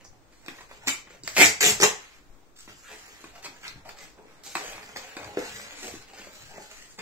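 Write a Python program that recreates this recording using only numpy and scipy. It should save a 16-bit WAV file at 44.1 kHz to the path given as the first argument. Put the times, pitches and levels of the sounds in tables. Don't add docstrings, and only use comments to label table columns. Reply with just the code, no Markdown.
import sys
import numpy as np
from scipy import signal
from scipy.fft import rfft, irfft, next_fast_len
from scipy.io import wavfile
from scipy.ndimage import uniform_filter1d, map_coordinates

SR = 44100
rng = np.random.default_rng(int(sys.argv[2]) if len(sys.argv) > 2 else 0)


def file_out(sig):
    cols = np.atleast_2d(sig).T
    lim = np.clip(cols, -1, 1)
    pcm = np.round(lim * 32767).astype(np.int16)
    wavfile.write(sys.argv[1], SR, pcm)


def natural_amplitude(level_db):
    exponent = np.asarray(level_db, float) / 20
    return 10 ** exponent


N = 309141

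# freq_hz, density_db_per_hz
HUSH_SPECTRUM = [(59, -30.5), (100, -10.5), (229, -8), (295, -3.5), (350, -6), (1060, -12), (3300, -22.5),
                 (8000, -22.5), (11400, -50.5), (13200, -31.5), (16000, -27)]
# freq_hz, left_right_likeness
HUSH_LIKENESS = [(60, -2.5), (240, 0.91), (950, 0.25), (3770, 0), (15000, -0.3)]
HUSH_DB = -61

# freq_hz, level_db
THUD_SPECTRUM = [(40, -32), (60, -4), (100, -2.5), (140, -2), (200, -14), (300, -51.5)]
# freq_hz, level_db
SWAY_SPECTRUM = [(3, 5), (25, -13.5), (41, -11), (49, -2), (58, -16), (70, -24), (120, -46)]
# time_s, level_db
BUMPS = [(0.108, -56.5), (0.51, -61.5), (0.64, -64), (0.879, -51.5), (1.25, -52), (1.42, -47), (1.65, -47),
         (1.72, -44), (1.828, -46), (2.1, -79), (2.22, -69), (2.319, -69.5), (2.7, -59), (3.28, -62),
         (3.49, -61), (3.77, -52.5), (3.88, -72), (4.07, -79), (4.45, -65), (4.76, -61.5), (4.96, -62.5),
         (5.25, -52), (5.54, -52.5), (5.93, -53), (6.15, -69), (6.44, -54), (7.0, -68)]
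# time_s, length_s, level_over_sway_db
LURCHES = [(0.1, 0.036, 7.3), (2.32, .05, 10), (3.75, 0.035, 9.3), (3.93, .1, 4)]
LURCH_HZ = 16
LEAN_DB_PER_S, SETTLE_DB_PER_S, STILL_DB = 227, 142.5, -71.5
SWAY_DB, SWAY_SWING_DB = -59, 1.5

# freq_hz, level_db
SKIN_SPECTRUM = [(2000, -27.5), (3000, -8.5), (4200, -1.5), (5500, -2), (7000, 2), (8150, -1.5),
                 (8600, -14), (9500, -14.5), (11000, -12.5), (15000, -11), (17000, -20)]
# freq_hz, width_hz, level_db
HELD_FACE_MODES = [(1380, 800, 16), (2490, 1200, 16)]
# freq_hz, width_hz, level_db
SLEEVE_MODES = [(96.5, 13, -6), (195.2, 32, -4), (310, 32, -6), (420, 26, 2), (700, 310, -4),
                (850, 263, 0.5)]
# start_s, length_s, fibre_db, grip_db, sleeve_note_hz
PICKING = [(0.07, 0.026, -74, -23, 303), (0.0, 0.012, -61, 9, 540), (0.045, 0.029, -67, -18, 293),
           (0.12, 0.039, -81, 19.5, 307), (0.3, 0.25, -60.5, -8, 460), (0.425, 0.061, -60, 9, 425),
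           (0.478, 0.053, -51.5, 4.5, 430), (0.54, 0.075, -50, -3, 537), (0.68, 0.09, -53.5, 3, 426),
           (0.81, 0.066, -55.5, 6.5, 606), (0.858, 0.008, -39, -0.5, 635), (0.94, 0.02, -60, -13.5, 456),
           (1.09, 0.056, -53.5, 1.5, 560), (1.236, 0.15, -40, -12, 497), (1.34, 0.081, -33, -12.5, 462)]
# start_s, length_s, fibre_db, grip_db, sleeve_note_hz
HANDLING = [(2.554, 0.089, -48, -15.5, 330), (2.676, 0.049, -48.5, -0.5, 360), (2.729, 0.2, -50.5, -9, 510),
            (2.879, 0.086, -48, 2.5, 520), (2.96, 0.25, -46, -3.5, 507), (3.169, 0.13, -54.5, -1, 330),
            (3.239, 0.066, -61, 2.5, 325.7), (3.32, 0.067, -53.5, 3, 665), (3.421, 0.028, -44.5, -1.5, 564),
            (3.48, 0.094, -54, 0, 403), (3.599, 0.044, -49, -0.5, 663), (3.75, 0.058, -63, 8.5, 310),
            (3.842, 0.059, -52.5, 9, 684), (3.96, 0.077, -49, -1.5, 530), (3.999, 0.032, -49.5, -2.5, 480.6),
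            (4.06, 0.052, -58.5, -3, 509), (4.164, 0.09, -81, 27, 810), (4.259, 0.18, -62.5, 4, 509),
            (4.43, 0.061, -40.5, -18, 484), (4.46, 0.072, -41, -16, 486), (4.549, 0.17, -39.5, 0, 700),
            (4.698, 0.24, -47, 3.5, 670), (4.951, 0.022, -41, 0.5, 487), (5.002, 0.14, -47, 2, 550),
            (5.15, 0.25, -49, 9.5, 520), (5.359, 0.1, -44, 7, 470), (5.417, 0.2, -40, -3, 492),
            (5.589, 0.26, -44.5, 0, 597), (5.748, 0.13, -43, -16, 410), (5.8, 0.14, -39.5, -8.5, 420),
            (5.93, 0.087, -48.5, 0, 437), (6.04, 0.4, -54.5, 2.5, 570), (6.117, 0.17, -49, -0.5, 584),
            (6.3, 0.31, -45.5, -5, 617), (6.49, 0.28, -54.5, -7, 836), (6.599, 0.058, -46.5, -8, 600),
            (6.68, 0.19, -45.5, -6, 670), (6.88, 0.034, -48.5, -19, 440), (6.975, 0.065, -49.5, 8, 550)]
# start_s, length_s, fibre_db, grip_db, sleeve_note_hz
SCRAPES = [(1.98, 0.19, -53.5, 5, 700), (2.83, 0.059, -51.5, 9, 560), (3.63, 0.047, -46, 14, 780),
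           (4.242, 0.13, -67, 16, 453), (6.165, 0.083, -54.5, 6, 600)]
# start_s, length_s, fibre_db, grip_db, sleeve_note_hz
SQUEEZES = [(2.903, 0.077, -72, 2, 340), (4.453, 0.03, -61, 18.5, 454), (4.58, 0.032, -51, 16, 690),
            (4.62, 0.095, -59, 18.5, 400), (5.254, 0.026, -55, 10, 680), (3.2, 0.025, -62.5, 13, 440),
            (4.97, 0.037, -66, 8, 490), (5.385, 0.027, -55, 15, 440), (4.19, 0.033, -78, 18, 450),
            (7.3, 0.018, -62, 14, 330), (5.46, 0.068, -53, -6, 470), (5.815, 0.065, -53.5, 15, 450),
            (6.488, 0.12, -58.5, 21, 900)]
RESTING_DB = [-82.5, -83.5, -77.5]
# time_s, pitch_hz
FACE_NOTE = [(0, 1480), (2.0, 1900), (2.3, 1900), (2.7, 1503), (3.0, 1770), (3.45, 1630), (3.68, 2200),
             (3.9, 1210), (4.05, 2036), (4.219, 1200), (4.6, 1660), (4.97, 2270), (5.45, 1570),
             (5.62, 1585), (5.85, 2450), (6.149, 1340), (6.28, 1450), (7, 1900)]
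TOUCH_S, TIRE_DB_PER_S, LIFT_DB_PER_S = 0.0052, 24, 259.5
SWELL_SHARE = 0.11
FACE_GRIP, SLEEVE_GRIP, SLEEVE_DB = 0.58, 1.25, -4
SCRAPE_SLEEVE_DB = -21
SQUEEZE_FACE_DB, SQUEEZE_WALLS_DB = -21, -9
LET_GO_S, LET_GO_DB = (2.18, 2.555), -4.5
HELD_WALLS_DB, AIR_DB, AIR_WIDTH_HZ = -0.5, 15.5, 100
FACE_DB, FACE_WIDTH_HZ = 8, 600

# freq_hz, width_hz, level_db
GLOSS_MODES = [(5800, 1800, 0)]
NAIL_S, NAIL_DB, NAIL_T60_S = 0.045, -56.5, 0.13

# freq_hz, level_db
CRACK_SPECTRUM = [(2200, -43.5), (3200, -3.5), (4500, 13.5), (6000, 4.5), (8100, 7.5), (8700, -14),
                  (9700, -16.5), (15000, -5), (17000, -20)]
# freq_hz, width_hz, level_db
POP_MODES = [(1020, 580, -1), (1610, 180, 3.5), (1770, 320, 0.5), (2540, 240, 0.5), (3420, 610, -11),
             (4300, 930, -15.5)]
# time_s, peak_db, fibre_rel_db, sleeve_pitch_hz
POPS = [(0.7113, -34, -31, 686), (0.8719, -23.5, 8, 302), (1.105, -41, -10, 490), (1.6068, -24, 10.5, 790),
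        (1.801, -18, 4, 395), (2.6766, -36, -17, 296), (3.241, -31, -7, 310), (3.891, -28.5, 0, 914),
        (4.553, -18, 0.5, 765), (4.558, -27, -10, 330), (5.1671, -27, -3, 335)]
# time_s, peak_db, fibre_rel_db, sleeve_pitch_hz
FLICKS = [
    (0.05, -47, 0, 465),
    (0.462, -43, 5, 350),
    (0.4825, -24, -10, 310),
    (1.2765, -26, 7, 600),
    (2.565, -58, 11, 754),
]
# time_s, peak_db, fibre_rel_db, sleeve_pitch_hz
CRUMPLES = [(0.322, -49, 0, 320), (0.5816, -36.5, -23, 338), (0.6054, -33, -6, 850),
            (1.07, -39.5, -32, 250), (1.3652, -10, -32.5, 795), (1.8264, -6, -34, 426),
            (3.447, -34, 7.5, 357), (3.4555, -26, -11, 680), (4.9575, -36, 2.5, 424),
            (6.9865, -26, -2, 493)]
# time_s, peak_db, fibre_rel_db, sleeve_pitch_hz
KNOCKS = [(1.2357, -50.5, 19, 332), (3.484, -49, -19, 298), (3.757, -53, -18, 193), (4.188, -54, -16, 407),
          (4.221, -60.5, -19, 490), (4.2542, -54, -26, 500), (5.3715, -26, -9, 440),
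          (5.3914, -37, 8.5, 435), (4.961, -51, -10, 460), (4.985, -49.5, -10, 491), (5.852, -55, -10, 426),
          (6.198, -57, -15, 305), (6.584, -57, -15, 259), (5.9384, -44, -9, 330), (6.134, -48.5, 2, 840),
          (6.27, -48, -15, 600), (6.5804, -42, -12, 672), (6.99, -49, -11, 240)]
# time_s, peak_db, fibre_rel_db, sleeve_pitch_hz
CRINKLES = [(2.6066, -59.5, 15, 488), (3.6148, -52, 1, 600), (3.6328, -41, 1, 580), (3.668, -40, -3, 700),
            (3.68, -43.5, 13.5, 700), (4.1685, -61.5, -12, 504), (4.1835, -49.5, -20, 610),
            (4.2439, -62, -12, 500), (4.283, -54, -12, 450), (4.57, -29, -4, 600), (4.582, -33, -4, 500),
            (4.69, -43, -7, 600), (4.732, -34.5, -12, 700), (4.8295, -39, -4, 605), (4.97, -36, 7.5, 445),
            (0.876, -28, 2, 402), (4.961, -30, -11, 500), (4.995, -40, -1, 505), (3.4457, -38, 3, 497),
            (3.9874, -47, 7.5, 500), (4.2658, -52, -1, 500), (4.657, -48, -3, 600), (4.78, -35.5, -14, 700),
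            (5.245, -36, 0, 600), (5.88, -39, 4, 450), (6.215, -45, -6, 600), (6.245, -40, -8, 600),
            (6.272, -45, -2, 700), (6.992, -39, -5, 500), (5.2316, -37, -5, 600), (5.598, -34, -10, 900),
            (6.18, -53, -9, 600), (6.608, -56.5, -14, 700)]
# rows, sleeve_rel_db, length_s
CREASE_KINDS = [(POPS, -5, 0.021), (FLICKS, -8, 0.014), (CRUMPLES, -11, 0.056),
                (KNOCKS, 11.6, 0.016), (CRINKLES, -15.5, 0.014)]

# freq_hz, level_db
FIBRE_SPECTRUM = [(2200, -49.5), (3200, -11.5), (4000, -9), (5500, -4), (7400, 2.5), (8150, -4.5),
                  (8600, -20), (9600, -21.5), (11000, -15.5), (15000, -17.5), (17000, -47)]
# freq_hz, width_hz, level_db
TAUT_FACE_MODES = [(1250, 890, 0), (1900, 460, 11), (2510, 1500, 8), (2950, 1400, 0)]
# start_s, climb_s, fibre_peak_db, let_go_db_per_s, face_rel_db
TUGS = [
    (0.871, 0.0021, -26.5, 293.5, 3),
    (1.366, 0.051, -16.5, 332.5, 3),
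    (1.606, 0.063, -19.5, 262, 2),
    (1.69, 0.0055, -29.5, 301, -12),
    (1.8, 0.03, -16.5, 496.5, -7.5),
]
# time_s, fibre_peak_db, face_rel_db
SNAGS = [(0.874, -23, 4), (0.879, -25, 4), (0.882, -12, 2), (0.89, -26, 4), (1.3656, -24.5, 16),
         (1.371, -23.5, 7.5), (1.374, -22, 9.5), (1.381, -24.5, 9), (1.387, -20, 2.5), (1.3915, -20, 6),
         (1.396, -19, 8), (1.403, -18, 5), (1.408, -18, 5), (1.414, -16, 8), (1.419, -19, 4),
         (1.423, -18, 4), (1.428, -17, 3), (1.429, -19, 1), (1.434, -16, 2), (1.438, -17, 0),
         (1.443, -14.5, -2), (1.4506, -6, -3), (1.456, -12.5, -7.5), (1.46, -14.5, -5), (1.467, -18.5, -5),
         (1.6088, -13, -2), (1.613, -15, -2), (1.6206, -13, 1.5), (1.628, -5.5, 0), (1.633, -16, -1),
         (1.64, -17, -6), (1.642, -20, -5.5), (1.65, -11, -10), (1.658, -11.5, -5.5), (1.663, -9, -6),
         (1.672, -17, -0.5), (1.674, -16, -3.5), (1.68, -18.5, 0), (1.688, -18.5, 0), (1.697, -18, 0.5),
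         (1.706, -17.5, -4.5), (1.8107, -24, 2.5), (1.813, -25.5, 7.5), (1.822, -12.5, 2.5),
         (1.831, -19.5, 3.5), (1.833, -7.5, 6.5), (1.838, -16, 3), (1.8401, -12, 6), (1.844, -18, -3),
         (1.85, -22.5, -4)]
# time_s, pitch_hz
TEAR_NOTE = [(0.87, 2000), (1.37, 1900), (1.42, 2300), (1.47, 2450), (1.6, 1900), (1.68, 2050), (1.8, 1350),
             (1.83, 1500), (1.86, 2100)]
BITE_S, BITE_DB, CLIMB_DB = 0.031, 11, 1.5
HOLLOW_DB, HOLLOW_GROWS, HOLLOW_LET_GO = -2.5, 0.94, 0.32
SNAG_T60_S, SNAG_HOLLOW_DB, SNAG_HOLLOW_GRIP = 0.0086, -11, 0.4
SNAG_TICK = 4.2
TEAR_DB, TEAR_WIDTH_HZ = 4.5, 500

# freq_hz, left_right_likeness
ECHO_LIKENESS = [(60, 0.51), (180, 0.83), (550, 0.66), (1650, -0.2), (4970, 0.21), (15000, -0.21)]
# freq_hz, t60_s
KITCHEN_T60 = [(100, 0.15), (400, 0.22), (1000, 0.3), (2500, 0.2), (6000, 0.24), (12000, 0.21)]
# freq_hz, t60_s
HALL_T60 = [(100, 0.3), (500, 0.47), (2000, 0.66), (5000, 0.58), (12000, 0.21)]
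TOP_HZ = 15800


def unit(x):
    return x / np.sqrt(np.mean(x ** 2) + 1e-20)


def along(points, hz):
    f, v = np.transpose(points)
    return np.interp(np.log(hz + 1), np.log(f + 1), v)


def drifting(per_s):
    return map_coordinates(rng.standard_normal(60), [np.arange(N) * per_s / SR])


def filtered(x, response):
    n = x.shape[-1]
    size = next_fast_len(n + 8192)
    spectrum = rfft(x, size) * response(np.fft.rfftfreq(size, 1 / SR))
    return irfft(spectrum, size)[..., :n]


def coloured(points):
    return lambda f: unit(natural_amplitude(along(points, f)))


def resonant(modes):
    def raw(f):
        total = 0
        for k, (centre, width, db) in enumerate(modes):
            damping = 1j * f * width
            total = total + (-1) ** k * natural_amplitude(db) * damping / (centre * centre - f * f + damping)
        return total

    return lambda f: raw(f) / np.sqrt(np.mean(abs(raw(f)) ** 2))


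def moving(x, hz, width_hz):
    turn = np.cumsum(2 * np.pi * hz / SR)
    slow = lambda f: 1 / (1 + 2j * f / width_hz)
    return 2 * sum(wave(turn) * filtered(x * wave(turn), slow) for wave in (np.sin, np.cos))


def paired(noise, likeness):
    turn = lambda hz: np.arccos(np.clip(along(likeness, hz), -1, 1)) / 2
    mid, side = filtered(noise, lambda hz: np.array([np.cos(turn(hz)), np.sin(turn(hz))]))
    return np.array([mid + side, mid - side])


def grit(rate, spread_db, smooth, clump_db):
    sizes = natural_amplitude(spread_db * np.minimum(rng.exponential(size=N), 3))
    ticks = (rng.random(N) < rate / SR) * rng.standard_normal(N) * sizes
    clumps = map_coordinates(rng.standard_normal(N // 300 + 4), [np.arange(N) / 300])
    mixed = np.sqrt(1 - smooth) * unit(ticks) + np.sqrt(smooth) * rng.standard_normal(N)
    return unit(natural_amplitude(clump_db * clumps) * mixed)


def stroke(levels, force, fibres, face, walls_db=0, phase=-1):
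    to_fibres, to_face, to_walls = uniform_filter1d(levels, size=32, axis=1) * force
    crackle = filtered(to_fibres, lambda f: phase * coloured(fibres)(f))
    ring = filtered(to_face, resonant(face))
    hum = filtered(to_walls, lambda f: natural_amplitude(walls_db) * resonant(SLEEVE_MODES)(f))
    return crackle + ring + hum


def hush():
    noise = paired(rng.standard_normal((2, N)), HUSH_LIKENESS)
    noise = filtered(noise, lambda hz: natural_amplitude(along(HUSH_SPECTRUM, hz)))
    return natural_amplitude(HUSH_DB + 2 * drifting(per_s=6)) * unit(noise)


def table():
    t, weight = np.arange(N) / SR, natural_amplitude(STILL_DB)
    for s, db in BUMPS:
        lean_db = LEAN_DB_PER_S * np.maximum(s - t, 0)
        settle_db = SETTLE_DB_PER_S * np.maximum(t - s, 0)
        weight = np.hypot(weight, natural_amplitude(db - lean_db - settle_db))
    bumps = filtered(paired(rng.standard_normal((2, N)), [(100, .9)]), coloured(THUD_SPECTRUM))
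    sway = filtered(paired(rng.standard_normal((2, N)), [(25, 0.28)]), coloured(SWAY_SPECTRUM))
    for s, length, db in LURCHES:
        rock = np.exp(-((t - s) / length) ** 2) * np.sin(2 * np.pi * LURCH_HZ * (t - s))
        sway = sway + natural_amplitude(db) * np.array([rock, .6 * rock])
    sway_level = natural_amplitude(SWAY_DB + SWAY_SWING_DB * drifting(per_s=7))
    return natural_amplitude([[1.1], [-1.1]]) * (weight * bumps + sway_level * sway)


def hands():
    rows = sorted(PICKING + HANDLING + SCRAPES + SQUEEZES)
    fibres_db, face_db, sleeve_db = RESTING_DB
    power = natural_amplitude([fibres_db, face_db, sleeve_db, sleeve_db])[:, None] ** 2 * np.ones(N + SR)
    power[:, round(LET_GO_S[0] * SR):round(LET_GO_S[1] * SR)] *= natural_amplitude(2 * LET_GO_DB)
    u = np.arange(SR // 2) / SR
    for row in rows:
        s, length, db, grip_db, _ = row
        face_db = FACE_GRIP * grip_db + SQUEEZE_FACE_DB * (row in SQUEEZES)
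        air_db = SLEEVE_GRIP * grip_db + SLEEVE_DB + SCRAPE_SLEEVE_DB * (row in SCRAPES)
        walls_db = air_db + SQUEEZE_WALLS_DB * (row in SQUEEZES)
        rise = np.minimum(u / (TOUCH_S + SWELL_SHARE * length), 1)
        shape = rise * natural_amplitude(db - TIRE_DB_PER_S * u - LIFT_DB_PER_S * np.maximum(u - length, 0))
        push = shape * natural_amplitude([[0], [face_db], [walls_db], [air_db]])
        power[:, max(round(s * SR), 0):][:, :len(u)] += push ** 2
    s, length, *_, hz = np.transpose(rows)
    return np.sqrt(power[:, :N]), np.interp(np.arange(N) / SR, s + length / 2, hz)


def rubbing():
    levels, air_hz = hands()
    force = grit(rate=1800, spread_db=3, smooth=.33, clump_db=2)
    face_hz = np.interp(np.arange(N) / SR, *np.transpose(FACE_NOTE))
    air = natural_amplitude(AIR_DB) * moving(levels[3] * force, air_hz, AIR_WIDTH_HZ)
    face = natural_amplitude(FACE_DB) * moving(levels[1] * force[::-1], face_hz, FACE_WIDTH_HZ)
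    card = stroke(levels[:3], force, SKIN_SPECTRUM, HELD_FACE_MODES, walls_db=HELD_WALLS_DB)
    return card + air + face


def nail():
    u = np.arange(N) / SR - NAIL_S
    hiss = (u > 0) * natural_amplitude(NAIL_DB - 60 * abs(u) / NAIL_T60_S) * rng.standard_normal(N)
    return filtered(filtered(hiss, resonant(GLOSS_MODES)), resonant(GLOSS_MODES))


def creases():
    out, t = np.zeros((3, N + SR)), np.arange(SR // 5) / SR
    for rows, sleeve_db, life in CREASE_KINDS:
        sharp = (0.017 / life) ** 2
        swell = natural_amplitude(-60 * t / life) * (1 - np.exp(-t / (0.08 * life)))
        envelope = swell + 1.13 * sharp * natural_amplitude(-60 * t / 0.0072)
        for s, db, fibre_db, hz in rows:
            burst = rng.standard_normal(len(t)) * envelope
            burst[0] = 3.3 * sharp
            ring = np.sin(2 * np.pi * hz * t) * natural_amplitude(-60 * t / 0.022) * (1 - np.exp(-t / 0.00023))
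            walls = ring + .55 * burst
            parts = np.array([natural_amplitude(fibre_db) * burst, burst, natural_amplitude(sleeve_db + 10.0) * walls])
            out[:, round(s * SR):][:, :len(t)] += natural_amplitude(db) * parts

    def small_sleeve(f):
        return (1j * f / (150 + 1j * f) / (1 + 1j * f / 900)) ** 2 / (1 + 1j * f / 1200)

    fibres, face, sleeve = out[:, :N]
    crack = filtered(fibres, coloured(CRACK_SPECTRUM))
    return crack + filtered(face, resonant(POP_MODES)) + filtered(sleeve, small_sleeve)


def tugs():
    force = np.zeros((3, N))
    for s, climb, db, fall_db, face_db in TUGS:
        u = np.arange(N) / SR - s
        bite = min(BITE_S, climb / 2)
        fall = fall_db * np.maximum(u - climb, 0)
        gather = np.interp(u, [0, bite, climb], [db - CLIMB_DB - BITE_DB, db - CLIMB_DB, db])
        level = gather - fall
        hollow = level - HOLLOW_LET_GO * fall + HOLLOW_DB + HOLLOW_GROWS * (db + 20.5)
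        force += (u >= 0) * natural_amplitude([level, level + face_db, hollow])
    u = np.arange(SR // 20) / SR
    for s, db, face_db in SNAGS:
        shares = natural_amplitude([[0], [face_db], [SNAG_HOLLOW_GRIP * face_db + SNAG_HOLLOW_DB]])
        force[:, round(s * SR):][:, :len(u)] += natural_amplitude(db - 60 * u / SNAG_T60_S) * shares
    return force


def ripping():
    force = grit(rate=2000, spread_db=3.5, smooth=.22, clump_db=2.2)
    breaks = np.round(np.transpose(SNAGS)[0] * SR).astype(int) + 16
    force[breaks] = SNAG_TICK * np.sign(force[breaks])
    levels = tugs()
    note_hz = np.interp(np.arange(N) / SR, *np.transpose(TEAR_NOTE))
    flap = natural_amplitude(TEAR_DB) * moving(levels[1] * force, note_hz, TEAR_WIDTH_HZ)
    return stroke(levels, force, FIBRE_SPECTRUM, TAUT_FACE_MODES, phase=-1j) + flap


def colour_patches(x, patchy_db):
    z = signal.stft(x, SR, nperseg=512)[2]
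    field = uniform_filter1d(rng.standard_normal(z.shape), size=6, axis=0)
    field = uniform_filter1d(field, size=10, axis=1)
    return signal.istft(z * natural_amplitude(patchy_db * unit(field)), SR, nperseg=512)[1][:N]


def kitchen(x, direct_db, bounce_db, hall_db, gap_s):
    step, out = SR // 8, np.zeros((2, N + 2 * SR))
    fade = np.sqrt(np.hanning(2 * step + 1)[:-1])
    padded = np.pad(x, (step, 2 * step))
    for start in range(0, N + step, step):
        hz, t, z = signal.stft(rng.standard_normal((2, SR // 2)), SR, nperseg=256)
        near = natural_amplitude(-60 * t / along(KITCHEN_T60, hz)[:, None])
        far = natural_amplitude(hall_db - 60 * t / along(HALL_T60, hz)[:, None])
        decay = near + far
        decay /= np.linalg.norm(decay, axis=1, keepdims=True)
        tail = paired(signal.istft(z * decay, SR, nperseg=256)[1], ECHO_LIKENESS)
        tail *= 1 - np.exp(-np.arange(tail.shape[1]) / (SR * gap_s))
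        tail *= np.sqrt(2) / np.linalg.norm(tail)
        tail[[0, 1], [rng.integers(1, 9), 0]] += natural_amplitude(direct_db)
        arrivals = rng.integers(20, 260, size=4) + rng.integers(0, 14, size=(2, 4))
        tail[[[0], [1]], arrivals] += natural_amplitude(bounce_db)
        wet = signal.fftconvolve((fade * padded[start:start + 2 * step])[None], tail, axes=1)
        out[:, start:start + wet.shape[1]] += wet
    return out[:, step:step + N]


def scene():
    def table_dip(f):
        damping = 1j * f * 500
        return 1 - 0.6 * damping / (1040 ** 2 - f * f + damping)

    small = lambda f: (1j * f / (70 + 1j * f)) ** 2
    patchy = colour_patches(filtered(ripping(), table_dip) + rubbing(), patchy_db=1.8)
    pops = filtered(natural_amplitude(-6.0) * creases(), small) + nail()
    card = filtered(natural_amplitude(-6.0) * patchy, small) + pops
    facing = natural_amplitude(-10) * np.array([np.roll(pops, shift=4), pops])
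    room = kitchen(card, direct_db=-2.0, bounce_db=-15.0, hall_db=-18.5, gap_s=0.0037)
    return natural_amplitude([[.4], [-.4]]) * room + facing + table() + hush()


def holes(x, share, depth_db, from_hz, to_hz):
    hz, _, z = signal.stft(x, SR, nperseg=1024, noverlap=768)
    starts = rng.random((len(hz) // 4 + 1, z.shape[2])) < share / 6
    lasting = uniform_filter1d(starts * 1., size=6, axis=1) > .01
    dropped = np.repeat(lasting, 4, axis=0)[:len(hz)]
    in_range = ((hz > from_hz) & (hz < to_hz))[:, None]
    gain = natural_amplitude(-depth_db * dropped * in_range) * (hz[:, None] < TOP_HZ)
    return signal.istft(z * gain, SR, nperseg=1024, noverlap=768)[1][:, :N]


def roll_off(x):
    return signal.sosfilt(signal.butter(12, 16990, fs=SR, output="sos"), x)


def record(dry):
    clean = holes(dry, share=.17, depth_db=30, from_hz=2700, to_hz=8500)
    clean = holes(clean, share=.34, depth_db=40, from_hz=8500, to_hz=15900)
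    limited = clean / (1 + abs(clean / .95) ** 4) ** (1 / 4)
    return roll_off(limited)


dry = scene()
out = record(dry)
file_out(out)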